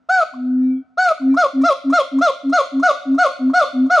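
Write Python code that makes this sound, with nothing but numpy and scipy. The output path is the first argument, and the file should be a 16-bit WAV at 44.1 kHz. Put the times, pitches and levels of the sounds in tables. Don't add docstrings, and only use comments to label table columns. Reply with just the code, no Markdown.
import sys
import numpy as np
from scipy import signal
from scipy.fft import rfft, irfft
from scipy.io import wavfile

SR = 44100
rng = np.random.default_rng(int(sys.argv[2]) if len(sys.argv) > 2 else 0)


def elevation(decibels):
    levels = np.asarray(decibels, float)
    return 10 ** (levels / 20)


def digitize_waveform(pressure):
    field = np.atleast_2d(pressure).T
    bounded = np.clip(field, -1, 1)
    quanta = np.round(bounded * 32767).astype(np.int16)
    wavfile.write(sys.argv[1], SR, quanta)


N = 176400
M = N + SR
T = np.arange(M) / SR - 1

# start in seconds, length in seconds, top pitch in Hz, end pitch in Hz,
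# share of the bark where half the fall is done.
BARKS = [(-.95, .155, 740, 620, .75), (.086, .15, 750, 620, .8), (.971, .154, 740, 618, .76),
         (1.363, .106, 724, 530, .68), (1.632, .1, 700, 528, .66), (1.921, .1, 715, 532, .66),
         (2.207, .1, 710, 522, .68), (2.52, .097, 730, 535, .65), (2.822, .097, 738, 550, .65),
         (3.176, .1, 733, 525, .72), (3.531, .113, 728, 530, .74), (3.895, .112, 731, 530, .74)]
# multiple of the pitch, level in dB.
BARK_PARTIALS = [(1, -2), (2, 0), (3, -23), (4, -39), (5, -34), (6, -23), (7, -31), (8, -31), (9, -30),
                 (10, -43), (11, -46), (12, -57), (13, -54), (14, -51)]
# centre in Hz, width in Hz, level in dB.
RASP_BANDS = [(1000, 1200, -14), (2600, 600, 5.5), (3200, 800, 3), (4600, 1400, -1), (6300, 2000, -5),
              (8300, 2000, -12)]


def barks():
    scoop_hz, scoop_s, arch_hz = 170, .0105, 8
    attack_s, release_s = .009, .006
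    fall_spread = .115
    hz = np.full(M, 600.)
    env, drop, scoop = np.zeros((3, M))
    for start, length, top, end, mid in BARKS:
        at, t = span(start, length + .03)

        def ease(u):
            return 1 / (1 + np.exp((mid - u) / fall_spread))

        fall = (ease(t / length) - ease(.3)) / (ease(1) - ease(.3))
        drop[at] = np.clip(fall, 0, 1)
        scoop[at] = np.exp(-t / scoop_s / 2)
        hz[at] = top + arch_hz - scoop_hz * scoop[at] ** 2 - (top - end) * np.maximum(fall, -.02)
        attack = 1 - np.exp(-(t / attack_s) ** 2)
        env[at] = attack / (1 + np.exp((t - length) / release_s * 4))

    jitter = (.003 + .02 * drop) * walk(300)
    phase = 2 * np.pi * np.cumsum(hz * (1 + jitter)) / SR
    treble_db = turn(column=2)
    shade_db = -12 * drop - 8 * scoop + treble_db
    shimmer_db = 3.5 * walk(40)
    on = env > 0
    tone = np.zeros(M)
    for k, db in BARK_PARTIALS:
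        change_db = min(.25 * k - .05, 1) * np.roll(shimmer_db, 7919 * k)
        if k > 2:
            change_db = change_db + shade_db
        tone[on] += elevation(db + throat(k * hz[on]) + change_db[on]) * np.sin(k * phase[on] + k * k)

    puffs = rng.standard_normal(M) * (1 + np.cos(phase))
    breath = (.1 + .5 * scoop + np.sqrt(drop)) * env
    breath = breath * elevation(3.5 * walk(70) + np.maximum(treble_db, 2.5))
    rasp = sum(elevation(db) * band(puffs * breath, f, width) for f, width, db in RASP_BANDS)
    return elevation(-13.8) * (-np.sqrt(2) * env * tone + elevation(-21.5) * rasp)


# centre
# in Hz, width in Hz, lift in dB.
THROAT_RESONANCES = [(615, 30, 5.5), (658, 25, -6), (1100, 250, -4), (1750, 300, -8), (2500, 200, 14),
                     (2950, 300, 8), (3500, 250, 7), (5400, 400, 4), (7700, 900, 7)]


def throat(hz):
    return sum(db / (1 + ((hz - f) / (width / 2)) ** 2) for f, width, db in THROAT_RESONANCES)


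# start in seconds, length in seconds, pitch in Hz, level in dB, overtone level in dB.
BOOMS = [(-.7, .5, 256, -15, -6), (.32, .515, 256, -14.5, 0), (1.194, .188, 265, -12, 5),
         (1.53, .136, 265, -13, 5), (1.838, .106, 268, -14, 3), (2.113, .115, 266, -14, 3),
         (2.43, .108, 269, -16, -5), (2.716, .118, 266, -16, -7), (3.05, .138, 266, -14, -9),
         (3.387, .152, 258, -13.5, -9), (3.726, .17, 257, -12.5, -9)]
# multiple of the pitch, level in dB,
# share of the boom where loudest, spread as a share of the boom.
BOOM_OVERTONES = [(2, -42, .5, .5), (3, -52, .5, .4), (7, -50, .6, .12), (9, -44, .76, .16),
                  (13, -58, .95, .15), (15, -56, .65, .1), (21, -65, .7, .15), (22, -62, .62, .1)]


def booms():
    crest, sharpness = .62, 1.3
    out = np.zeros(M)
    flutter_db = 2.5 * walk(12)
    rumble = elevation(-55) * 30 * band(rng.standard_normal(M), 75, 40)
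    for start, length, pitch, db, over_db in BOOMS:
        at, t = span(start, length)
        u = np.clip(t / length, 0, 1)
        rise = np.sin(np.pi / 2 * u / crest).clip(0) ** sharpness
        fall = np.cos(np.pi / 2 * (u - crest) / (1 - crest)).clip(0) ** sharpness
        env = np.where(u < crest, rise, fall)

        hz = pitch + 32 * np.exp(-t / .016) + 11 * (u - .5)
        phase = 2 * np.pi * np.cumsum(hz + 11 * np.exp((t - length) / .03)) / SR
        sagging_phase = 2 * np.pi * np.cumsum(hz - 22 * np.exp((t - length) / .045)) / SR
        over = np.zeros(len(t))
        for k, d, centre, spread in BOOM_OVERTONES:
            level = elevation(d + over_db + flutter_db[at]) * np.exp(-((u - centre) / spread) ** 2)
            over += level * np.sin(k * sagging_phase)
        swell = env * (np.sin(phase) + rumble[at])
        out[at] += elevation(db) * np.sqrt(2) * (swell + env ** .4 * over)
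    return out


# start in seconds, chirp level in dB, hiss level in dB.
POPS = [(.335, -36, -70), (1.215, -46, -68), (1.34, -27, -50), (1.613, -38, -47), (1.898, -29, -46),
        (2.183, -27, -49), (2.493, -39, -52), (2.795, -33, -51), (3.143, -41, -56), (3.496, -33, -60),
        (3.86, -44, -61)]


def pops():
    chirp_hz, glide_hz, chirp_s, hiss_s = 950, 260, .014, .02
    out = np.zeros(M)
    rough = 1 + .35 * walk(300)
    noise = rng.standard_normal(M)
    hiss = band(noise, 6200, 2600) + .7 * band(noise, 3800, 900) + .6 * band(noise, 8300, 900)
    for start, chirp_db, hiss_db in POPS:
        at, t = span(start, .06)
        hz = chirp_hz + glide_hz * np.minimum(t / chirp_s, 1.5)
        chirp = np.sin(2 * np.pi * np.cumsum(hz) / SR) * rough[at]
        attack = np.minimum(t / .004, 1)
        out[at] += elevation(chirp_db) * 1.4 * chirp * attack * np.exp(-(t / chirp_s) ** 2)
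        out[at] += elevation(hiss_db) * 2.5 * hiss[at] * attack * np.exp(-(t / hiss_s) ** 2)
    return out


# time in seconds, echo gain in dB, treble in dB.
SWING = [(0, -2, -5), (1.1, -2, -2), (1.5, -2, 2), (2.3, -1, 4), (2.8, 2.5, 1.2), (4, 2.5, 1.2)]


def turn(column):
    rows = np.array(SWING).T
    return np.interp(T, rows[0], rows[column])


# delay in seconds, left level in dB, right level in dB.
ECHOES = [(.0045, -18, -20), (.011, -16, -19), (.022, -16, -14), (.033, -22, -25), (.058, -25, -23)]
# nominal frequency in Hz, near level in dB, near t60 in seconds,
# far level in dB, far t60 in seconds.
TAIL_BANDS = [(260, -30, .15, -23, 1.3), (700, -16, .35, -19, 1.4), (1400, -18, .3, -21, 1.5),
              (3000, -5.5, .45, -13, 1.0), (7000, -7, .3, -14, .75)]


def space(x):
    alike = .55
    t = np.arange(2 * SR) / SR
    noise = rng.standard_normal((3, len(t)))
    noise = np.sqrt(alike) * noise[0] + np.sqrt(1 - alike) * noise[1:]
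    spectrum = rfft(noise)
    hz = np.arange(SR + 1) / 2
    edges_hz = [0, 420, 950, 1900, 4800, SR]
    response = np.zeros_like(noise)

    def fade(db, t60):
        return elevation(db - 60 * t / t60) * np.sqrt(14 / t60 / SR)

    for k, (_, near_db, near_t60, far_db, far_t60) in enumerate(TAIL_BANDS):
        decay = fade(near_db, near_t60) + fade(far_db, far_t60)
        decay = decay * np.minimum(t / .03, 1)
        inside = (hz >= edges_hz[k]) & (hz < edges_hz[k + 1])
        response += irfft(spectrum * inside) * decay
    for delay, left_db, right_db in ECHOES:
        response[:, int(delay * SR)] += elevation(np.array([left_db, right_db]))
    sent = x * elevation(turn(column=1))
    return signal.fftconvolve(sent[None], response, axes=1)[:, :M]


# frequency in Hz, spectral density in dB per Hz.
HUSH_SPECTRUM = [(30, -17), (80, -9), (200, -3), (400, -12), (1000, -16), (2500, -26), (6000, -36),
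                 (11000, -50)]


def air():
    hz, db = np.array(HUSH_SPECTRUM).T
    bins_hz = np.arange(M // 2 + 1) * SR / M
    gain = elevation(np.interp(np.log(bins_hz + 1), np.log(hz), db))
    mid, side = irfft(rfft(rng.standard_normal((2, M))) * gain, M)
    stereo = mid + .2 * side * np.array([[1], [-1]])
    return stereo * elevation(-68 + 1.5 * walk(2)) / mid.std()


def band(x, hz, width):
    sos = signal.butter(2, [hz - width / 2, hz + width / 2], "band", fs=SR, output="sos")
    return signal.sosfilt(sos, x)


def walk(rate):
    x = signal.lfilter(*signal.butter(2, rate, fs=SR), rng.standard_normal(M))
    return x / x.std()


def span(start, length):
    i = int((start + 1) * SR)
    at = slice(i, min(i + int(length * SR), M))
    return at, T[at] - start


def scene():
    calls = barks() + pops()
    deep = booms()
    balance_db = np.array([[.6], [-.6]]) / 2
    direct = (calls + deep) * elevation(balance_db)
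    reflected = space(calls + elevation(-8) * deep)
    return (direct + reflected + air())[:, -N:]


def band_limit(x):
    return signal.sosfilt(signal.butter(12, 11330, fs=SR, output="sos"), x)


def record(dry):
    warped = np.tanh(.6 * (dry + .035 * dry ** 2)) / .6
    mix = signal.sosfilt(signal.butter(2, [22, 10200], "band", fs=SR, output="sos"), warped)
    return band_limit(mix)


dry = scene()
out = record(dry)
digitize_waveform(out)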